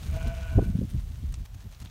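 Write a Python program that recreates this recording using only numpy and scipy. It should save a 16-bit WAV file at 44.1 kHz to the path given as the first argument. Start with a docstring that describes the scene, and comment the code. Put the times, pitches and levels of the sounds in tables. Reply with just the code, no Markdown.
"""Sheep crossing a windy yard

A flock trots across a dirt yard, hooves scuffing the grit and now and then clicking on a stone.
Some way off one sheep gives a single hoarse, quavering bleat: uneven vocal fold pulses ring its throat.
Wind rumbles and buffets right on the microphone, over a faint outdoor hiss."""
import sys
import numpy as np
from scipy import signal
from scipy.fft import rfft, irfft
from scipy.io import wavfile
from scipy.ndimage import uniform_filter1d

SR = 44100
rng = np.random.default_rng(int(sys.argv[2]) if len(sys.argv) > 2 else 0)


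def output_pcm(signal):
    """Save a mono or channel-first signal as 16-bit PCM at the path in sys.argv[1].

    Samples are clipped to [-1, 1] before scaling.
    """
    pcm = np.clip(np.atleast_2d(signal).T, -1, 1) * 32767
    wavfile.write(sys.argv[1], SR, np.round(pcm).astype(np.int16))


N = 83790


def bleat():
    """Uneven vocal fold pulses ring the throat and gate a rasp; the middle resonances quaver most."""
    # pitch of the voice (time [s], frequency [Hz])
    pitch = [(.1, 154.9), (.16, 163.6), (.235, 163.5), (.28, 170.3), (.305, 166.3), (.33, 165.5),
             (.37, 161.6), (.41, 165.2), (.46, 164.1), (.5, 161.8), (.57, 162.1), (.7, 167.1)]
    # vocal effort, heard in the low resonances (time [s], relative level [dB])
    effort = [(.1, -8), (.122, 1), (.168, 11), (.2, 1.5), (.217, 6), (.234, -2), (.252, 4), (.274, -9.5),
              (.292, 4.5), (.33, 6.5), (.353, 2), (.372, 4.5), (.41, 2.5), (.447, -4), (.465, 2.5),
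              (.487, -13), (.523, 4), (.62, -10), (.69, -10), (.735, -29)]
    # brightness of the voice (time [s], middle resonances [dB], top resonances and rasp [dB])
    brightness = [(.0, -78, -86), (.09, -65, -61.5), (.17, -53.5, -57), (.33, -60, -56), (.43, -56.5, -58),
                  (.55, -52, -59.5), (.65, -60.5, -63.5), (.72, -74, -75), (.82, -80, -78)]
    # low, middle and top throat resonances (frequency [Hz], width [Hz], relative level [dB])
    low_modes = [(457, 76, -15.5), (685, 28.4, 7), (740, 24, -28)]
    middle_modes = [(1020, 130, -20), (1510, 80, -6)]
    top_modes = [(2370, 130, 0), (2620, 160, -8), (2880, 210, -3)]
    # spectrum of the rasp (frequency [Hz], relative level [dB])
    rasp_spectrum = [(300, 0), (800, 4.5), (1050, 7.5), (1230, 4), (1420, 7.5), (1900, -0.5), (2400, 9),
                     (2900, -17), (3200, -1), (3800, -26), (7000, -25)]
    quaver_hz, quaver_db, quaver_depth, crest_s = 15, 3.6, .012, .162
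    jitter, jitter_rad, shimmer_db, roughness = .007, .06, 1, .35
    voice_db, ends_s, release_db_per_s = -45, .757, 145
    quaver = np.cos(2 * np.pi * quaver_hz * (times() - crest_s) + .3 * walk(8))
    hz = curve(pitch) * (1 + jitter * walk(43) - quaver_depth * quaver)
    phase = 2 * np.pi * np.cumsum(hz) / SR
    pulses = folds(phase) * undb(shimmer_db * walk(85))
    rough_pulses = folds(phase + jitter_rad * walk(83)) * (1 + roughness * walk(86))
    rasp = colour(noise() * (1 + .5 * np.cos(phase)), rasp_spectrum)
    low = throat(pulses, low_modes) * undb(voice_db + curve(effort))
    middle = throat(rough_pulses, middle_modes) * undb(curve(brightness) + quaver_db * quaver)
    top = (throat(rough_pulses, top_modes) + rasp) * undb(curve(brightness, column=2))
    release = undb(-release_db_per_s * np.maximum(times() - ends_s, 0))
    return (low + middle + top) * release


def folds(phase, harmonics=24):
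    """One pulse of the vocal folds for each turn of the phase."""
    return np.cos(np.outer(phase, np.arange(harmonics) + 1)).sum(axis=1)


def throat(x, modes):
    """The throat filters the pulses through steep resonances side by side; the result has rms 1."""
    def response(f):
        return sum(undb(db) / (1 + 2 * ((f / hz - hz / f) * hz / width / 2) ** 2)
                   for hz, width, db in modes)
    return unit(shape(x, response))


def yard(x):
    """Ground, rails and fleeces scatter a short tail on the way to the microphone."""
    tail_db, t60_s = -7, .35
    tail = noise() * undb(-60 * times() / t60_s)
    return x + undb(tail_db) * signal.fftconvolve(x, tail / np.linalg.norm(tail))[:N]


def hoof_scuffs():
    """Grit and sand crunch under the flock: dense grains in a flickering bed that swells at each scuff."""
    # steady shuffling of the flock (time [s], grit [dB], sand [dB])
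    shuffle = [(0, -56.5, -59.5), (.27, -56, -61), (.55, -56, -63.5), (.65, -63.5, -61), (.7, -62, -64),
               (.77, -62, -66), (1.2, -63, -65.5), (1.4, -63, -70), (1.52, -84, -96), (1.61, -61, -65),
               (1.67, -67, -73), (1.9, -63.5, -85)]
    # single scuffs in the dirt (time [s], length [s], grit [dB], sand [dB])
    scuffs = [(0.046, 0.02, -53.5, -60), (0.154, 0.024, -54, -67), (0.277, 0.0076, -50.5, -55.5),
              (0.644, 0.018, -56, -65), (0.906, 0.0083, -56, -57), (0.994, 0.017, -61, -72),
              (1.326, 0.0025, -57, -55), (1.457, 0.004, -52, -53), (1.547, 0.0044, -56, -58.5),
              (1.729, 0.013, -56.5, -64), (1.817, 0.012, -53, -59), (1.853, 0.0059, -54, -57)]
    # spectra of coarse grit and fine sand (frequency [Hz], relative level [dB])
    grit = [(300, -1.5), (1200, 0.5), (2200, -1), (3800, 0), (5000, -4.5), (6500, -2), (9000, -14.5),
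            (15000, -41)]
    sand = [(3000, -7), (6500, -13.5), (9000, -0.5), (10300, -7.5), (12000, -5), (15000, -9.5)]
    grains_per_s, spread_db, flicker_db, flicker_hz = 4500, 3.2, 1.4, 25
    out = np.zeros(N)
    for column, spectrum in enumerate((grit, sand), start=1):
        grains = (rng.random(N) < grains_per_s / SR) * noise()
        grains *= undb(spread_db * np.minimum(rng.exponential(size=N), 4))
        bed = undb(curve(shuffle, column) + flicker_db * walk(flicker_hz))
        scuff_power = sum((undb(db[column - 1]) * swell(at, length)) ** 2 for at, length, *db in scuffs)
        out += colour(unit(grains) * np.sqrt(bed ** 2 + scuff_power), spectrum)
    return out


def hoof_clicks():
    """A struck stone gives a dry click, a pressed pebble a duller one."""
    # hooves meeting stones (time [s], level [dB], decay [s], upper edge [Hz])
    clicks = [(0.034, -43, 0.006, 5630), (0.228, -42, 0.002, 14000), (1.3413, -34.5, 0.0024, 9400),
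              (1.3542, -43.5, 0.0011, 9600), (1.748, -44, 0.001, 6400), (1.802, -43, 0.0022, 13000),
              (1.8588, -37, .0012, 4900), (1.865, -50, 0.0011, 4100), (1.87, -47, 0.0078, 4560)]
    # spectrum of a click (frequency [Hz], relative level [dB])
    spectrum = [(400, -6), (1500, -7), (2600, -3), (3500, 3), (4700, -3), (6500, -1.5), (9500, -3),
                (15000, -10)]
    t = times()
    out = np.zeros(N)
    for at, db, decay_s, edge_hz in clicks:
        strike = noise() * undb(db) * (t >= at) * np.exp(-np.abs(t - at) / decay_s)
        out += shape(colour(strike, spectrum), lambda f: 1 / (1 + (f / edge_hz) ** 6))
    return out


def wind():
    """Turbulence right at the microphone: a gusting rumble and a flutter above it."""
    # strength of the gusts (time [s], rumble [relative dB], flutter [relative dB])
    gusts = [(0.0, -38.5, -50), (0.046, -45.5, -37), (0.078, -30.5, -38), (0.164, -27.5, -32.5),
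             (0.184, -41, -47), (0.206, -33, -39), (0.29, -26, -30), (0.322, -36.5, -39),
             (0.476, -32.5, -46), (0.534, -32.5, -35.5), (0.566, -25, -16.5), (0.586, -14.5, -16),
             (0.624, -34, -28), (0.66, -32.5, -31.5), (0.698, -24.5, -32.5), (0.724, -34, -40.5),
             (0.76, -40, -22.5), (0.782, -43, -31), (0.83, -32.5, -27), (0.91, -44.5, -46.5),
             (0.952, -26.5, -27.5), (1.016, -33, -47), (1.216, -42.5, -40), (1.238, -32, -55),
             (1.3, -29.5, -36), (1.364, -40.5, -44.5), (1.418, -30, -39), (1.46, -51.5, -58),
             (1.502, -46, -56.5), (1.554, -36.5, -46.5), (1.634, -51.5, -56), (1.66, -39, -32),
             (1.692, -44, -52.5), (1.794, -53.5, -52.5), (1.824, -39, -39.5), (1.9, -51.5, -51.5)]
    # spectra of the two bands (frequency [Hz], relative level [dB])
    rumble_spectrum = [(15, -70), (30, -2), (48, -2), (68, -1.5), (90, -7.5), (130, -22.5), (250, -39),
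                       (500, -82)]
    flutter_spectrum = [(55, -63), (85, -14.5), (105, 8), (160, -2), (228, -10.5), (320, -21), (450, -28),
                        (700, -39), (1500, -75)]
    rumble_db, flutter_db = 2, -2.5
    rumble = even(colour(noise(), rumble_spectrum), span_s=.052)
    flutter = even(colour(noise(), flutter_spectrum), span_s=.021)
    return rumble * undb(curve(gusts) + rumble_db) + flutter * undb(curve(gusts, column=2) + flutter_db)


def buffets():
    """Eddies hit the microphone, each one pressure swing with a rough wake."""
    # sharp hits of wind (time [s], wake length [s], relative level [dB], upper edge [Hz])
    hits = [(0.587, 0.0061, -18.5, 475), (0.591, 0.0044, -22.5, 735), (0.628, 0.0077, -27.5, 422),
            (0.702, 0.0032, -25.5, 236.7), (0.755, 0.0028, -18, 210), (0.791, 0.0045, -25.5, 279),
            (0.816, 0.0032, -22, 320), (0.837, 0.013, -30, 275), (0.952, 0.0056, -23.5, 176),
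            (1.239, 0.0063, -33.5, 237), (1.66, 0.0038, -43, 184)]
    eddy_to_edge, eddy_cycles, eddy_db = .68, .42, 3
    wake_low_hz, wake_db = 83.6, -3
    out = np.zeros(N)
    for at, length, db, edge_hz in hits:
        hz = eddy_to_edge * edge_hz
        eddy = swell(at, eddy_cycles / hz) * np.sin(2 * np.pi * (hz * (times() - at) + rng.random()))
        push = swell(at, length)
        wake = shape(noise() * push, lambda f: 1 / (1 + (wake_low_hz / f) ** 3) / (1 + (f / edge_hz) ** 5))
        wake = unit(wake) * np.sqrt(np.mean(push ** 2))
        out += undb(db) * (undb(eddy_db) * eddy + undb(wake_db) * wake)
    return out


def air(level_db=-62):
    """The faint, steady hiss of the open yard."""
    # spectrum of the hiss (frequency [Hz], relative level [dB])
    spectrum = [(240, -64), (400, 2), (459, -3), (560, 3.5), (1930, -4), (3570, -4.5), (5000, -7.5),
                (5820, -6), (10400, -14.5), (11800, -9.5), (15500, -12)]
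    return undb(level_db) * colour(noise(), spectrum)


def undb(db):
    """Decibels to gain."""
    return 10 ** (np.asarray(db) / 20)


def unit(x):
    """Scale to rms 1."""
    return x / np.sqrt(np.mean(x ** 2) + 1e-20)


def times():
    """Time of every sample."""
    return np.arange(N) / SR


def curve(table, column=1):
    """One column of a table, joined by straight lines in time."""
    rows = np.array(table, float)
    return np.interp(times(), rows[:, 0], rows[:, column])


def noise():
    """White noise."""
    return rng.standard_normal(N)


def shape(x, response):
    """Filter by a response given as a function of frequency."""
    hz = np.maximum(np.fft.rfftfreq(2 * N, 1 / SR), 1)
    return irfft(rfft(x, 2 * N) * response(hz))[..., :N]


def colour(x, points):
    """Filter by (frequency [Hz], level [dB]) points, keeping the power of a white input."""
    hz, db = np.array(points, float).T
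    return shape(x, lambda f: unit(undb(np.interp(np.log(f), np.log(hz), db))))


def walk(rate_hz):
    """Smooth random wander with rms 1."""
    return unit(shape(noise(), lambda f: np.exp(-(f / rate_hz) ** 2)))


def even(x, span_s):
    """Flatten the chance swells of a noise, so that a gust curve sets its level."""
    power = np.abs(signal.hilbert(x)) ** 2
    smooth_power = uniform_filter1d(power, max(int(span_s * SR), 1))
    return unit(x / np.sqrt(smooth_power + 1e-12))


def swell(at, length):
    """A bell-shaped envelope."""
    return np.exp(-.5 * ((times() - at) / length) ** 2)


def scene():
    """One microphone in the yard: the bleat some way off, wind on the capsule, hooves and open air."""
    return (yard(bleat()) + wind() + buffets() + hoof_scuffs() + hoof_clicks() + air())[None]


def record(dry):
    """The recorder cuts the lowest rumble and the highest treble."""
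    low_cut_hz, top_hz = 30, 15750
    thinned = shape(dry, lambda f: 1 / (1 + (low_cut_hz / f) ** 6))
    return signal.sosfilt(signal.ellip(10, .2, 80, top_hz, fs=SR, output="sos"), thinned)


dry = scene()
out = record(dry)
output_pcm(out)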